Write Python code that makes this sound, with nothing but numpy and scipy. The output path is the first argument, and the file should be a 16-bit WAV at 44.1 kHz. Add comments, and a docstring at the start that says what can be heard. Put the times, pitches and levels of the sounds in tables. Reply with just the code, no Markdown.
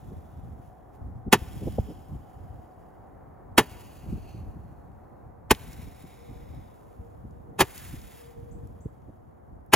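"""A hand-held roman candle fires five shots over a snowy field, close to a phone.
Each shot is a noise burst of gas, coloured by the modes of the cardboard tube, with a slow pressure thump.
Between shots the delay charge hisses as sputtering noise with a sinking hollow tone, and powder grains snap.
Wind is low noise in gusts with short eddies; far traffic is a dull wash and narrow bands of tyre noise.
A small bird chirps twice, as a short rising sine with an echo of decaying noise."""
import sys
import numpy as np
from scipy import signal
from scipy.fft import rfft, irfft, next_fast_len
from scipy.io import wavfile
from scipy.ndimage import uniform_filter1d, map_coordinates

SR = 44100
rng = np.random.default_rng(int(sys.argv[2]) if len(sys.argv) > 2 else 0)


def bounce(signal):
    """Save signal as a 16-bit WAV file at the path given by the first command-line argument."""
    frames = np.transpose(np.atleast_2d(signal))
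    limited = np.clip(frames, -1, 1)
    pcm = np.round(limited * 32767).astype(np.int16)
    wavfile.write(sys.argv[1], SR, pcm)


N = 429975
T = np.arange(N) / SR  # s
OPPOSED = np.array([[1], [-1]])  # left and right in opposite polarity

# The shots of the candle. Each row: start of the full blast in seconds, gain in dB, swell of the leak in seconds,
# leak in dB against the blast, blast length in seconds, factor on the ring time, factor on the tube pitch,
# thump gain in dB.
SHOTS = [(1.327, -7, 0.0022, -6, 0.0056, 0.95, 1.035, -17.5),
         (3.581, -7.5, 0.0019, 3.5, 0.0039, 1.1, 1.02, -10.5),
         (5.5075, -9.5, 0.0026, -11.5, 0.0086, 0.55, 1.084, -5.5),
         (7.605, -11.5, 0.025, -7.5, 0.01, 0.79, 1.0, -11),
         (9.7353, -7, 0.0035, -2, 0.006, 0.79, 0.96, -15)]


def undb(db):
    """Decibels to gain."""
    return np.exp(np.asarray(db) * (np.log(10) / 20))


def unit(x):
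    """Scale to rms 1."""
    return x / np.sqrt(np.mean(x ** 2))


def at(points, hz):
    """Read (Hz, value) points on a log-frequency axis."""
    f, value = np.transpose(points)
    return np.interp(np.log(hz + 1e-3), np.log(f), value)


def shape(x, response):
    """Filter by a response given as a function of frequency."""
    f = np.fft.rfftfreq(x.shape[-1], 1 / SR)
    return irfft(rfft(x) * response(f), x.shape[-1])


def noise(response):
    """Noise of rms 1 with the given response, as long as the scene."""
    f = np.fft.rfftfreq(next_fast_len(N, True), 1 / SR)
    spectrum = rng.standard_normal(2 * len(f)).view(complex)
    return unit(irfft(spectrum * response(f))[:N])


def modes(rows, f):
    """Summed complex response of resonances, each given as (Hz, width in Hz, dB)."""
    return sum(undb(db) * 1j * f * width / (hz ** 2 - f ** 2 + 1j * f * width) for hz, width, db in rows)


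def walk(rate):
    """Slow random movement of rms 1, with a spectrum that falls off around the rate in Hz."""
    return noise(lambda f: np.exp(-(f / rate) ** 2))


def wide(response, side_db):
    """Stereo noise: a shared part and an opposed part."""
    return noise(response) + undb(side_db) * noise(response) * OPPOSED


def add(out, s, x):
    """Mix x in at time s, cut at the end."""
    i = int(s * SR)
    out[..., i:i + x.shape[-1]] += x[..., :N - i]


def swells(rows):
    """Gain of overlapping bell-shaped swells (s, dB, half length in s to 1/e of the power)."""
    power = np.zeros(N)
    for s, db, half in rows:
        near = np.abs(T - s) < 4 * half
        power[near] += undb(db) ** 2 * np.exp(-((T[near] - s) / half) ** 2)
    return np.sqrt(power)


def flame():
    """Gains of jet and hollow tone: a charge flares, fades and drops to a smoulder until the next takes over."""
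    # The delay charges: the first already burning, the others lit by the first four shots. Each row: flare in dB,
    # flare fade in dB per second, flare length in seconds, smoulder in dB, hollow tone of the flare in dB,
    # hollow tone of the smoulder in dB.
    charges = [(-60, 14, .65, -63.5, -64, -66), (-62, 14, 0.67, -65.5, -65, -66.5),
               (-59.5, 20.5, 0.87, -69, -65, -69.5), (-61, 23.5, 1.23, -62, -63, -68.5),
               (-56.5, 14.5, 0.72, -68, -63.5, -71)]
    # Surges of the flame. Each row: middle in seconds, jet in dB, hollow tone in dB, half length in seconds.
    surges = [(0.652, -77.5, -92, 0.045), (0.954, -76, -88, 0.017), (1.659, -68, -72, .09),
              (4.287, -80, -65, .06), (5.768, -75, -83, 0.031), (6.02, -74, -86, 0.032),
              (7.824, -53.5, -71, 0.092), (8.173, -61, -81, 0.042)]
    first_lit_s, flare_release_s = -0.9, .045
    smoulder_fade, hollow_fade, hollow_smoulder_fade = 11.5, 6, 14  # dB per s

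    jet, tone = np.zeros(N), np.zeros(N)
    lit_times = [first_lit_s] + [row[0] for row in SHOTS]
    for lit, (flare_db, fade, length, smoulder_db, hollow_db, hollow_smoulder_db) in zip(lit_times, charges):
        age = np.maximum(T - lit, 0)
        flaring = .5 - .5 * np.tanh((age - length) / (2 * flare_release_s))
        flare = flaring * undb(flare_db - fade * age)
        smoulder = undb(smoulder_db - smoulder_fade * age)
        hollow_flare = flaring * undb(hollow_db - hollow_fade * age)
        hollow_smoulder = undb(hollow_smoulder_db - hollow_smoulder_fade * age)
        jet = np.where(T >= lit, np.hypot(flare, smoulder), jet)
        tone = np.where(T >= lit, np.hypot(hollow_flare, hollow_smoulder), tone)
    jet_surge = swells([(s, db, half) for s, db, _, half in surges])
    tone_surge = swells([(s, db, half) for s, _, db, half in surges])
    return np.hypot(jet, jet_surge), np.hypot(tone, tone_surge)


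def column():
    """Flame noise rings the air in the tube; the resonances sink as the charge burns deeper."""
    # The air column above each charge as its stretch begins, at time zero or at a shot.
    # Each row: lowest resonance in Hz, spacing in Hz, width in Hz.
    bore = [(3520, 2380, 950), (3250, 2080, 1000), (2750, 1900, 900), (2270, 1630, 850), (2080, 1520, 900)]
    out = np.zeros(N)
    starts = [0] + [row[0] for row in SHOTS]
    for start, end, (lowest, spacing, width) in zip(starts, starts[1:], bore):
        series = [(lowest + k * spacing, width, -1.5 * k) for k in range(4)]
        tone = noise(lambda f: sum(np.abs(modes([row], f)) ** 3 for row in series))
        # reading the noise ever more slowly lowers its pitch
        sink = np.exp(-.072 * T[:int((end - start) * SR)])
        add(out, start, map_coordinates(tone[:len(sink) + 1], [np.cumsum(sink)]))
    return out


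def burn():
    """The burning delay charge: a sputtering jet of hiss and grains, with a hollow tone from the tube."""
    # Colour of the jet. Each row: frequency in Hz, relative level per Hz in dB.
    jet_colour = [(600, -7.5), (1500, 2), (2700, 1), (4300, -5.5), (5200, -4), (5600, -6), (6500, -3),
                  (8600, 5.5), (10500, 2), (12300, -5.5), (13700, -2), (16000, -6)]
    strength, hollow = flame()
    jet_db = 20 * np.log10(strength)
    # a stronger jet sputters more deeply
    sputter_depth_db = np.interp(jet_db, [-75, -55], [.8, 1.6])
    sputter = undb(sputter_depth_db * walk(45))
    struck = rng.random(N) < 250 / SR  # about 250 grains per second
    grains = struck * rng.standard_normal(N) * undb(2.8 * rng.standard_normal(N))
    fizz = rng.standard_normal(N) + undb(-8) * unit(grains)
    jet = unit(shape(fizz, lambda f: undb(at(jet_colour, f)))) * undb(jet_db + 6.5)
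    hollow_tone = column() * hollow * undb(0.96 * walk(25))
    return (jet + hollow_tone) * sputter


def wind():
    """Turbulence on the microphone ports: stronger gusts reach higher, and single eddies thud."""
    # Colour of the rumble. Each row: frequency in Hz, relative level per Hz in dB.
    rumble_colour = [(20, -18), (35, -6), (58, 2), (110, -1), (190, -10), (300, -15.5), (500, -36),
                     (1000, -64)]
    # Gusts on the microphone. Each row: middle in seconds, relative level in dB, half length in seconds.
    gusts = [(0.11, -42, .07), (0.45, -43.5, .16), (1.11, -38, .07), (1.66, -37.5, 0.21), (2.15, -37, 0.04),
             (2.49, -43.5, .11), (3.55, -45.5, .08), (3.85, -47, .1), (4.13, -33, 0.053),
             (4.47, -41.5, 0.19), (4.88, -49, .07), (5.25, -50.5, .08), (5.8, -45, 0.19), (6.33, -43, 0.05),
             (6.55, -44, 0.09), (7.02, -50, 0.033), (7.32, -45, .1), (7.94, -44, .13), (8.6, -41, 0.16),
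             (9.03, -47.5, 0.063), (9.55, -47, .06)]
    # Single eddies. Each row: middle in seconds, rms of the shared part at its height in dB,
    # length (bell sigma) in seconds, upper edge in Hz.
    eddies = [(0.126, -39.5, 0.013, 290), (1.277, -26.5, 0.0068, 241), (1.423, -27, 0.0033, 189),
              (1.63, -34, 0.012, 373), (1.678, -26.5, 0.0067, 450), (1.787, -19, 0.0024, 494),
              (1.795, -17.5, 0.0044, 129), (1.9, -39.5, 0.019, 365), (2.143, -41, 0.014, 132),
              (4.1, -43, 0.004, 267), (4.129, -30, 0.0067, 241), (4.178, -36, 0.0034, 262),
              (4.349, -36.5, 0.005, 200), (4.562, -40.5, 0.012, 203), (5.879, -44, 0.0058, 230),
              (6.045, -41, 0.0054, 228), (6.312, -39, .004, 200), (7.004, -36.5, 0.0073, 167.6),
              (7.251, -39, 0.009, 220), (7.508, -48.5, 0.04, 327), (7.942, -32, 0.003, 175),
              (8.861, -27.5, 0.0048, 257), (9.097, -44, 0.0084, 298)]
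    lull_db = -54.5  # the breeze between gusts

    gust_db = 20 * np.log10(np.hypot(swells(gusts), undb(lull_db)))
    swirl_db = 2.8 * walk(35)
    out = wide(lambda f: undb(at(rumble_colour, f)), -4.5) * undb(gust_db - 1 + swirl_db)
    # the higher flutter grows faster than the rumble, up to a ceiling
    flutter_db = -61 + 1.1 * (np.minimum(gust_db, -38) + 41.0)
    flutter = wide(lambda f: modes([(190, 270, 0)], f) ** 3, -8.0)
    out += flutter * undb(flutter_db + swirl_db)

    t = np.arange(-SR // 10, SR // 10) / SR
    for s, db, length, hz in eddies:
        env = np.exp(-(t / length) ** 2 / 2)

        def thud(f):
            return f / (f + 60) / (1 + (f / hz) ** 2) * np.exp(-(f / hz / 2) ** 4)

        mid, side = shape(rng.standard_normal((2, len(t))) * env, thud)
        eddy = unit(mid) + .3 * unit(side) * OPPOSED
        add(out, s + t[0], undb(db) * np.sqrt(np.mean(env ** 2)) * eddy)
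    return out


def passing(s, db, half):
    """Gain of a source that goes by at a steady speed: loudest at s, 3 dB down after half seconds."""
    return undb(db) / np.hypot(1, (T - s) / half)


def traffic():
    """A far road: a dull wash, with tyres that whine and drone; it widens as the phone tips to the ground."""
    # Colour of the wash. Each row: frequency in Hz, relative level per Hz in dB.
    far_colour = [(60, 0.5), (200, 0), (400, -0.5), (750, -3), (1000, -5.5), (1400, -13.5), (2000, -22),
                  (3000, -45.5), (5000, -48), (10000, -45.5), (14000, -39.5)]
    # Colour of the opposed part against the shared part, before rms scaling. Each row: frequency in Hz, dB.
    side_colour = [(100, -2), (300, -2), (550, 1.5), (800, -1.5), (1500, -5.5), (3000, -6), (14000, -7)]
    # Swells of the tyre drone. Each row: middle in seconds, gain in dB, half length in seconds.
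    drones = [(6.33, -60, .13), (7.03, -61.5, 0.14), (7.5, -63.5, .15), (8.43, -57.5, 0.25)]
    # the tilt moves the road off to the side
    middle_s, lag_s, wider_db = 6.0, .45, 5

    side_db = wider_db * (.5 + .5 * np.tanh((T - middle_s) / (2 * lag_s)))
    shared = noise(lambda f: undb(at(far_colour, f)))
    opposed = noise(lambda f: undb(at(far_colour, f) + at(side_colour, f))) * undb(side_db - 1.26) * OPPOSED
    wash = (shared + opposed) * passing(s=3.3, db=-54.6, half=4) * undb(.5 * walk(3.7))
    whine = wide(lambda f: modes([(741.3, 120, 0)], f) ** 2, side_db - 3)
    whine = whine * passing(s=1.9, db=-58.5, half=2.1)
    drone = wide(lambda f: modes([(470.5, 20, 0)], f) ** 2, side_db + 1) * swells(drones)
    return wash + whine + drone


def shot(db, swell, leak_db, length, ring, pitch, thump_db, t):
    """Gas leaks past the ball, blasts out and dies away, treble first; a slow pressure swing follows."""
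    # Colour of the gas blast. Each row: frequency in Hz, relative level per Hz in dB.
    blast_colour = [(40, -21), (110, -5.5), (250, -2), (420, -6), (600, -9), (1000, -3), (1450, -15),
                    (2000, -10.5), (3000, -13.5), (4500, -19.5), (7000, -20), (9000, -10), (12000, -22),
                    (16000, -27)]
    # Dying away of the blast. Each row: frequency in Hz, t60 in seconds before the shot's ring factor.
    blast_t60 = [(100, 0.096), (400, 0.072), (1500, .065), (5000, .06), (12000, 0.047)]
    # Tube modes before the shot's pitch factor. Each row: frequency in Hz, width in Hz, level in dB.
    tube_modes = [(243, 15, -6.5), (388, 36, 5), (820, 45, -2.5), (905, 21, -3), (1420, 81, 0),
                  (1723, 76, 5.5), (2510, 120, -2), (2810, 29, 4.5), (3140, 88, -2), (3685, 27, 2),
                  (6900, 60, 2.5)]

    gas = shape(rng.standard_normal(len(t)),
                lambda f: undb(at(blast_colour, f)) * (.9 + modes(tube_modes, f / pitch)))
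    centres = np.geomspace(80, 14000, num=18)  # Hz, overlapping bands
    out = 0
    for hz, share in zip(centres, np.eye(len(centres))):
        band = shape(gas, lambda f: at(np.c_[centres, share], f))
        # the lows build up later
        age = t - .004 / (1 + (hz / 500) ** 2)
        leak = undb(leak_db) * np.exp(np.minimum(age, 0) / swell) / (1 + (age / 0.015) ** 8)
        t60 = ring * at(blast_t60, hz)
        blast = np.exp(-np.log(1000) * np.maximum(age - length, 0) / t60)
        # smooth over half a cycle of the band
        env = uniform_filter1d(np.where(age < 0, leak, blast), int(SR / hz / 2) + 1)
        # every band carries its fixed share of the charge's energy
        out = out + unit(band * env) * np.std(band) * np.sqrt(np.mean(env ** 2))
    swing = (t - length) / .003
    thump = -swing * np.exp(-swing ** 2 / 2)
    return undb(db) * (out / np.std(gas) + undb(thump_db) * thump)


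def shots():
    """All shots, with faint scatter from the trees and the fence as a decaying noise tail."""
    out, lead = np.zeros(N), .06  # s of leak ahead of the blast
    t = np.arange(SR // 3) / SR
    for s, *row in SHOTS:
        add(out, s - lead, shot(*row, t - lead))
    scatter = rng.standard_normal(len(t)) * np.exp(-np.log(1000) * t / 0.88) * (1 - np.exp(-t / 0.042))
    scatter = shape(scatter, lambda f: 1 / (1 + 1j * f / 2500))
    echo = signal.fftconvolve(out, scatter / np.linalg.norm(scatter))[:N]
    return out + undb(-39.5) * echo


def sparks():
    """Grains of powder snap in the flame: short resonant noise bursts."""
    # The snaps. Each row: start in seconds, peak in dB, pitch in Hz.
    snaps = [(3.8024, -57, 8200), (5.549, -30.5, 3480), (5.7317, -40, 6830), (7.309, -59, 7000),
             (7.7783, -31, 8000), (8.016, -40, 7000), (8.672, -49.5, 9000), (9.02, -65, 2000),
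             (9.662, -57, 13070)]
    out, t = np.zeros(N), np.arange(SR // 30) / SR
    for s, db, hz in snaps:
        burst = rng.standard_normal(len(t)) * np.exp(-t / 0.0026)
        snap = shape(burst, lambda f: modes([(hz, 0.54 * hz, 0)], f))
        add(out, s, undb(db) * snap / np.abs(snap).max())
    return out


def bird():
    """A thin whistle gliding up from 5600 towards 8400 Hz, blurred by the trees."""
    # The chirps. Each row: start in seconds, gain in dB.
    chirps = [(8.510, -58.5), (8.805, -59.5)]
    out, t = np.zeros((2, N)), np.arange(SR // 6) / SR
    hz = 8400 - 2800 * np.exp(-t / 0.0082)
    whistle = np.sin(2 * np.pi * np.cumsum(hz) / SR)
    note = whistle * (1 - np.exp(-t / 0.0025)) * np.exp(-t / 0.015)
    trees = rng.standard_normal((2, len(t))) * np.exp(-t / 0.045)
    echo = signal.fftconvolve(note[None], trees / np.linalg.norm(trees[0]))
    for s, db in chirps:
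        add(out, s, undb(db) * note * np.array([[1], [.6]]))  # stronger on the left
        add(out, s, undb(db + 0.5) * echo)
    return out


def scene():
    """The candle reaches the two microphone ports with different phase; wind, road and bird surround it."""
    # Phase between the ports for sound from the tube. Each row: frequency in Hz, lead of the left in radians.
    port_phase = [(200, 0), (860, .45), (1380, 0), (2500, .7), (5340, 1.4), (5770, -1.9), (6290, -.7),
                  (6890, -.4), (7750, -2.9), (9390, -3.3), (11200, -4.9), (12600, -6.28)]
    candle = shots() + burn() + sparks()
    candle = np.pad(candle, (0, next_fast_len(N + SR // 10, True) - N))
    ports = [shape(candle, lambda f: np.exp(.5j * sign * at(port_phase, f)))[:N] for sign in (1, -1)]
    return np.array(ports) + wind() + traffic() + bird()


def record(dry):
    """The phone thins the deepest bass, rounds the loudest peaks and cuts the top."""
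    top_hz = 15800
    thinned = signal.sosfilt(signal.butter(2, 35, "high", fs=SR, output="sos"), dry)
    rounded = thinned / (1 + (thinned / .95) ** 4) ** .25
    return signal.sosfilt(signal.ellip(10, .1, 80, top_hz, fs=SR, output="sos"), rounded)


dry = scene()
out = record(dry)
bounce(out)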